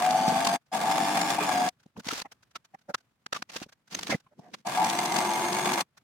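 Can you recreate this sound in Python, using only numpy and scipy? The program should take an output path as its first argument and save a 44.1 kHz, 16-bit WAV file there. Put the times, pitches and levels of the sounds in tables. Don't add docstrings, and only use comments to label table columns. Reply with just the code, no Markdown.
import sys
import numpy as np
from scipy import signal
from scipy.fft import rfft, irfft, next_fast_len
from scipy.io import wavfile
from scipy.ndimage import uniform_filter1d

SR = 44100
rng = np.random.default_rng(int(sys.argv[2]) if len(sys.argv) > 2 else 0)


def voltage_ratio(decibels):
    exponent = np.asarray(decibels, float) / 20
    return 10 ** exponent


def dump_mix(stems):
    frames = np.atleast_2d(stems).T
    limited = np.clip(frames, -1, 1)
    pcm = np.round(limited * 32767).astype(np.int16)
    wavfile.write(sys.argv[1], SR, pcm)


N = 266231

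# f/Hz, bandwidth/Hz, level/dB
FRAME_MODES = [(1152, 56, 7.5), (1649, 93, 7), (2115, 110, 4.5), (2410, 110, 5), (2773, 25, 7),
               (3460, 62, 7), (4600, 12, 8)]
# f/Hz, level/dB per Hz
TABLE_SPECTRUM = [(30, -47), (193, 2.5), (360, -7), (500, -8.5), (650, -43), (1100, -120)]
# f/Hz, level/dB per Hz
CLOTH_SPECTRUM = [(350, -11), (700, -2.5), (6100, -4.5), (7500, -12), (16000, -23.5)]
# f/Hz, likeness/1
MACHINE_LIKENESS = [(60, 0.78), (180, 1), (1100, 0.48), (3500, 0.01)]
# f/Hz, likeness/1
LOOSE_LIKENESS = [(200, 0.85), (3000, 0.02)]
# start t/s, stop t/s, clatter level/dB at the middle speed
PEDAL_PRESSES = [(-.1, 0.56, -27.5), (0.715, 1.681, -28.5), (4.648, 5.817, -32)]
# start t/s, stop t/s, rustle level/dB at start, at stop, rumble level/dB
CLOTH_STROKES = [(2.062, 2.197, -38, -37.5, -67), (3.36, 3.417, -43.5, -64, -66.5),
                 (3.525, 3.625, -46.5, -47.5, -56), (3.929, 4.153, -44, -44, -50.5),
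                 (4.386, 4.606, -75, -65, -58.5)]

SLICE_S, FIRST_SLICE_S = 1024 / 48000, .0025
PULSE_HZ = 99
MIDDLE_HZ = 1947
CATCH_S, JOLT_S, RATTLE_S = 1.371, 1.388, 1.415
RATTLE_MS = 79
SNAP_THUD_DB = -18


def motor():
    # t/s, commutator whine f/Hz, casting drone level/dB
    load_curve = [(0, 1422, -27.5), (.06, 1494, -30), (.3, 1534, -27), (.42, 1576, -31), (.56, 1594, -30.5),
                  (.73, 1713, -28), (.97, 1748, -29.5), (1.25, 1781, -32), (1.35, 1798, -36.5),
                  (1.43, 1810, -45), (1.48, 1725, -31), (1.52, 1652, -31), (1.68, 1660, -30.5),
                  (4.68, 1798, -20), (4.73, 1832, -33), (4.78, 1885, -27.5), (4.86, 1950, -27),
                  (4.895, 1975, -33), (5.02, 2048, -31), (5.47, 2151, -30), (5.69, 2208, -31),
                  (5.75, 2107, -35.5)]
    clatter_db_per_octave = 12
    quiet_share, quiet_ms = 0.53, 32
    jolt_db, jolt_ms = -21.5, 13
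    whine_hz, drone_db = curves(load_curve)
    octaves = np.log2(whine_hz / MIDDLE_HZ)
    free = 1 - quiet_share * swell(CATCH_S, quiet_ms)
    presses = free * np.array([run(start, stop) for start, stop, _ in PEDAL_PRESSES])
    running = presses.sum(axis=0)
    busy = voltage_ratio([db for _, _, db in PEDAL_PRESSES]) @ presses
    busy = busy * voltage_ratio(clatter_db_per_octave * octaves)
    shaken = choppy([(300, 0)], MACHINE_LIKENESS, step_db=2.5)
    jolt = voltage_ratio(jolt_db) * swell(JOLT_S, jolt_ms)
    drone = (running * voltage_ratio(drone_db) + jolt) * casting_drone(whine_hz, octaves, shaken)
    engaged = after_start(lag_s=0.19)
    thud = voltage_ratio(-8.5) * choppy(TABLE_SPECTRUM, MACHINE_LIKENESS, step_db=1.0)
    belt = voltage_ratio(-9.5) * engaged * tone(whine_hz / 6, slip=1.3, blur=.04, apart=.1)
    clatter = gear_clatter(commutator_whine(whine_hz, engaged))
    return drone + bracket_rattle(shaken) + busy * (clatter + thud + belt)


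def casting_drone(whine_hz, octaves, shaken):
    sideband_levels = [-11.5, -4.5, 4, 8, 6, 2]
    # f/Hz, bandwidth/Hz, level/dB
    casting_modes = [(725, 52, 11), (959, 290, -5.5), (849, 36, 0)]
    stiff_hz = 610
    sinks_db = 4.5 * octaves
    slots = 0
    for k, db in enumerate(sideband_levels):
        sideband = tone(whine_hz / 2 + (k - 4) * PULSE_HZ, slip=.4, blur=.012, apart=.25)
        slots = slots + voltage_ratio(db - (k - 3) * sinks_db) * sideband
    slots = unit(slots) * after_start(lag_s=0.13)
    body = resonances(casting_modes)
    return unit(filtered(slots + voltage_ratio(8) * shaken,
                         lambda f: body(f) / np.hypot(1, (stiff_hz / (f + 1)) ** 8)))


def commutator_whine(whine_hz, engaged):
    # level/dB over the clatter, before the mains swelling
    harmonic_levels = [-17.5, -20.5, -14.5, -17, -25.5, -25]
    whine = 0
    for k, db in enumerate(harmonic_levels):
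        whine = whine + voltage_ratio(db) * tone((k + 1) * whine_hz, slip=2, blur=.055 + .015 * k, apart=.7)
    whine = whine * (1 + 0.52 * np.sin(2 * np.pi * PULSE_HZ * np.arange(N) / SR))
    settled = 1 - swell(RATTLE_S, 2 * RATTLE_MS)
    return whine * settled * engaged


def gear_clatter(whine):
    # f/Hz, level/dB per Hz
    gear_spectrum = [(260, -65), (450, -19), (726, -4), (1380, -15), (8800, -23.5), (13000, -32.5),
                     (16000, -35.5)]
    ringing = resonances(FRAME_MODES)
    ticks = uneven(2.64)
    strikes = unit(ticks * choppy(gear_spectrum, MACHINE_LIKENESS, step_db=1.22))
    return unit(filtered(strikes + whine, lambda f: np.hypot(1, abs(ringing(f)))))


def bracket_rattle(shaken):
    # f/Hz, bandwidth/Hz, level/dB
    bracket_modes = [(1146, 120, -3), (2480, 100, -1.5)]
    return voltage_ratio(-32) * swell(RATTLE_S, RATTLE_MS) * unit(filtered(shaken, resonances(bracket_modes)))


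def run(start, stop):
    swell_s, stop_db_per_s = 0.034, 1694
    rise = np.clip((np.arange(N) / SR - start) / swell_s, 0, 1)
    return held(start, stop, 0, 0, 0, stop_db_per_s) * rise


def after_start(lag_s):
    return sum(held(start + lag_s, stop, 0, 0, 300, 0) for start, stop, _ in PEDAL_PRESSES)


def clacks():
    # t/s, level/dB
    clack_events = [(.109, -29.5), (.287, -29), (0.451, -26.5), (0.473, -21.5), (1.216, -28), (1.307, -31),
                    (1.689, -29.5), (4.671, -32), (4.847, -27), (4.9, -25), (4.99, -28), (5.058, -28),
                    (5.123, -29), (5.166, -25.5), (5.188, -25), (5.531, -30.5), (5.738, -26), (5.81, -25)]
    steel = [(500, -31.0), (1200, -2), (3500, 9), (6500, 8.5), (16000, -16.0)]  # f/Hz, level/dB per Hz
    out = np.zeros((2, N + SR))
    for s, db in clack_events:
        crack = hiss(steel, MACHINE_LIKENESS, count=SR // 10, rings=FRAME_MODES)
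        add(out, s, voltage_ratio(db) * crack * burst(length_ms=6.8))
    return out[:, :N]


def touches():
    out, thump = np.zeros((2, N + SR)), np.zeros((1, N + SR))
    snaps(out, thump)
    crinkles(out, thump)
    knocks(out, thump)
    return out[:, :N] + thump[:, :N] * hiss(TABLE_SPECTRUM, MACHINE_LIKENESS)


def snaps(out, thump):
    # t/s, ring level/dB, ring f/Hz, length/ms, snap level/dB over the ring
    snap_events = [(2.088, -36.5, 2025, 8, 9), (2.112, -32, 1326, 6.7, -3.5), (2.219, -38.5, 4320, 8.2, 5),
                   (2.56, -43, 1304, 12.5, 6), (2.947, -29, 1265, 8.3, 4), (3.265, -40, 1354, 5, 5),
                   (3.33, -31.5, 1330, 7.6, 5.5), (3.35, -40, 1257, 12, 4), (3.366, -37, 1180, 12.3, 1.5),
                   (3.425, -35, 1354, 5.3, 4.5), (3.5, -55, 1990, 13, 12.5), (3.566, -44.5, 2600, 12, 13),
                   (3.63, -49.5, 2640, 17, 10), (3.925, -52, 4550, 19, 6), (3.95, -30.5, 6310, 7.4, 2.5),
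                   (3.992, -53, 3500, 6.6, 21.5), (4.033, -50, 3500, 4.1, 21.5),
                   (4.071, -44.5, 3960, 5.1, 11), (4.108, -33.5, 1690, 19, 5.5), (4.122, -30, 2096, 22, -3),
                   (4.144, -31, 2030, 11, -15.5), (4.543, -55, 1147, 12, 19.5)]
    for s, db, hz, length_ms, snap_db in snap_events:
        snap = cloth_snap()
        dull = unit(filtered(snap, lambda f: 1 / (1 + 1j * f / (4.0 * hz))))
        ring = ringing_at(hz, snap, width_hz=720)
        add(out, s, voltage_ratio(db) * (ring + voltage_ratio(snap_db) * dull) * burst(length_ms))
        add(thump, s, voltage_ratio(db + SNAP_THUD_DB + max(snap_db, 0)) * burst(length_ms)[None])


def crinkles(out, thump):
    # t/s, level/dB
    crinkle_events = [(.667, -70), (1.803, -64.5), (1.835, -64.5), (1.977, -53.5), (2.0, -44.5),
                      (2.322, -47.5), (2.432, -58.5), (2.514, -63.5), (2.652, -56.5), (2.792, -67),
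                      (2.818, -68), (2.984, -60.5), (3.008, -65), (3.694, -57), (3.728, -53.5),
                      (3.88, -59.5), (4.204, -60.5), (5.978, -52)]
    length_ms, pitch_hz, ring_db = 12, 1500, -9.5
    for s, db in crinkle_events:
        snap = cloth_snap()
        ring = voltage_ratio(ring_db) * ringing_at(pitch_hz, snap, width_hz=pitch_hz / 2)
        add(out, s, voltage_ratio(db) * (snap + ring) * burst(length_ms))
        add(thump, s, voltage_ratio(db + SNAP_THUD_DB) * burst(length_ms)[None])


def knocks(out, thump):
    # t/s, level/dB, f/Hz, length/ms; the rows at 0.471, 5.166 and 5.188 s are the bodies of needle-bar
    knock_events = [(.283, -26, 202.5, 10), (0.324, -27.5, 199, 11), (0.471, -24.5, 1050, 7.5),
                    (1.418, -29.5, 422, 20), (1.863, -46.5, 162, 7.2), (1.968, -45, 1050, 7.3),
                    (1.984, -41.5, 178.7, 34), (2.069, -35, 224, 6.1), (2.13, -34, 255.4, 14),
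                    (2.258, -39, 824, 14), (2.747, -39, 767, 11), (2.9, -33, 578, 19.4),
                    (3.563, -35, 140.8, 5.2), (3.619, -35.5, 237.6, 6.1), (3.665, -48.5, 171.4, 8.8),
                    (4.1, -22, 291.6, 11), (4.127, -24.5, 547, 19), (4.15, -25.5, 183, 11),
                    (4.27, -60.5, 1045, 12), (4.327, -60.5, 593, 21), (4.395, -40.5, 193.4, 11.6),
                    (4.457, -56, 717, 93), (5.166, -26, 900, 9.9), (5.188, -29, 225, 15)]
    width, upper_ratio = 0.76, 2.2
    upper_db, cloth_db, thud_db = -12, -18, -11
    for s, db, hz, length_ms in knock_events:
        snap = cloth_snap()
        upper_body = resonances([(upper_ratio * hz, hz, 0)])
        upper = voltage_ratio(upper_db) * unit(filtered(snap, lambda f: upper_body(f) ** 2))
        sound = ringing_at(hz, snap, width * hz) + upper + voltage_ratio(cloth_db) * snap
        add(out, s, voltage_ratio(db) * sound * burst(length_ms))
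        add(thump, s, voltage_ratio(db + thud_db) * burst(length_ms)[None])


def cloth_snap():
    return hiss(CLOTH_SPECTRUM, LOOSE_LIKENESS, count=SR // 10)


def ringing_at(hz, drive, width_hz):
    body = resonances([(hz, width_hz, 0)])
    clear = np.sqrt(2) * np.sin(2 * np.pi * (hz * np.arange(SR // 10) / SR + rng.random()))
    rough = unit(filtered(drive, lambda f: body(f) ** 2))
    return unit(clear + 1.1 * rough)


def drag():
    slopes = 798, 710
    pull = sum(held(a, b, first, last, *slopes) for a, b, first, last, _ in CLOTH_STROKES)
    weight = sum(held(a, b, db, db, *slopes) for a, b, _, _, db in CLOTH_STROKES)
    grain = uneven(2.7)
    rustle = unit(grain * choppy(CLOTH_SPECTRUM, LOOSE_LIKENESS, step_db=2))
    return pull * rustle + weight * choppy(TABLE_SPECTRUM, LOOSE_LIKENESS, step_db=4)


def room():
    # f/Hz, level/dB per Hz
    room_spectrum = [(30, -24), (130, -8), (400, -23.5), (1500, -24.5), (16000, -44)]
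    return voltage_ratio(-73) * choppy(room_spectrum, LOOSE_LIKENESS, step_db=2)


def unit(x):
    return x / np.sqrt(np.mean(x ** 2) + 1e-20)


def along(points, hz):
    f, v = np.transpose(points)
    return np.interp(np.log(hz + 1), np.log(f + 1), v)


def curves(rows):
    s, *cols = np.transpose(rows)
    return [np.interp(np.arange(N) / SR, s, c) for c in cols]


def filtered(x, response):
    m = next_fast_len(x.shape[-1] + 4096)
    spectrum = rfft(x, m) * response(np.fft.rfftfreq(m, 1 / SR))
    return irfft(spectrum, m)[..., :x.shape[-1]]


def resonances(modes):
    def response(f):
        return sum((-1) ** k * voltage_ratio(db) * 1j * f * width / (c * c - f * f + 1j * f * width)
                   for k, (c, width, db) in enumerate(modes))
    return response


def hiss(spectrum, alike, count=N, rings=()):
    def response(hz):
        turn = np.arccos(np.clip(along(alike, hz), -1, 1)) / 2
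        body = abs(1 + resonances(rings)(hz))
        return voltage_ratio(along(spectrum, hz)) * body * np.array([np.cos(turn), np.sin(turn)])
    mid, side = filtered(rng.standard_normal((2, count)), response)
    return unit(np.array([mid + side, mid - side]))


def spliced(piece):
    place = (np.arange(N) / SR - FIRST_SLICE_S) / SLICE_S + 1
    k = place.astype(int)
    fade = np.sin(np.pi / 2 * (place - k)) ** 2
    return (1 - fade) * piece(k) + fade * piece(k + 1)


def choppy(spectrum, alike, step_db):
    forward = hiss(spectrum, alike)
    backward = forward[:, ::-1]
    gain = voltage_ratio(step_db * rng.standard_normal(400))
    return unit(spliced(lambda k: gain[k] * np.where(k % 2, forward, backward)))


def uneven(depth_db):
    return voltage_ratio(depth_db * unit(uniform_filter1d(rng.standard_normal(N), size=150)))


def tone(hz, slip, blur, apart):
    chance = rng.standard_normal((3, 400))
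    phase = np.cumsum(2 * np.pi * hz / SR + blur * rng.standard_normal(N))
    slips = np.cumsum(slip * chance[0])
    left_right = apart * chance[2] * np.array([[1], [-1]])
    each = voltage_ratio(2.5 * chance[1]) * np.exp(1j * (slips + left_right))
    return unit((np.exp(1j * phase) * spliced(lambda k: each[:, k])).imag)


def burst(length_ms):
    t = np.arange(-SR // 20, SR // 20) / SR
    return voltage_ratio(-8 * np.abs(t / (length_ms / 1000 * np.where(t < 0, .45, .6))) ** 1.86)


def add(out, s, sound):
    out[:, round(s * SR) - SR // 20:][:, :sound.shape[1]] += sound


def swell(s, length_ms):
    out = np.zeros((1, N + SR))
    add(out, s, burst(length_ms)[None])
    return out[0, :N]


def held(start, stop, first_db, last_db, rise, fall):
    t, out = np.arange(N) / SR, np.zeros(N)
    near = slice(max(round((start - .2) * SR), 0), round((stop + .2) * SR))
    t = t[near]
    glide = np.interp(t, [start, stop], [first_db, last_db])
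    out[near] = voltage_ratio(glide - rise * np.maximum(start - t, 0) - fall * np.maximum(t - stop, 0))
    return out


def scene():
    # f/Hz, left-right level/dB
    machine_lean = [(200, -0.5), (750, 2.5), (2400, -0.5), (12000, 2)]
    # t/s, left-right level/dB
    hand_places = [(1.999, 0), (2.701, -1), (4.102, -1)]
    sides = np.array([[1], [-1]])
    machine = filtered(motor() + clacks(), lambda hz: voltage_ratio(along(machine_lean, hz) / 2 * sides))
    side_db, = curves(hand_places)
    hands = (touches() + drag()) * voltage_ratio(side_db / 2 * sides)
    return machine + hands + room()


def roll_off(x):
    return signal.sosfilt(signal.butter(12, 16480, fs=SR, output="sos"), x)


def record(dry):
    heard = filtered(dry, lambda hz: 1j * hz / (70 + 1j * hz) * (hz < 16400))
    return roll_off(heard)


dry = scene()
out = record(dry)
dump_mix(out)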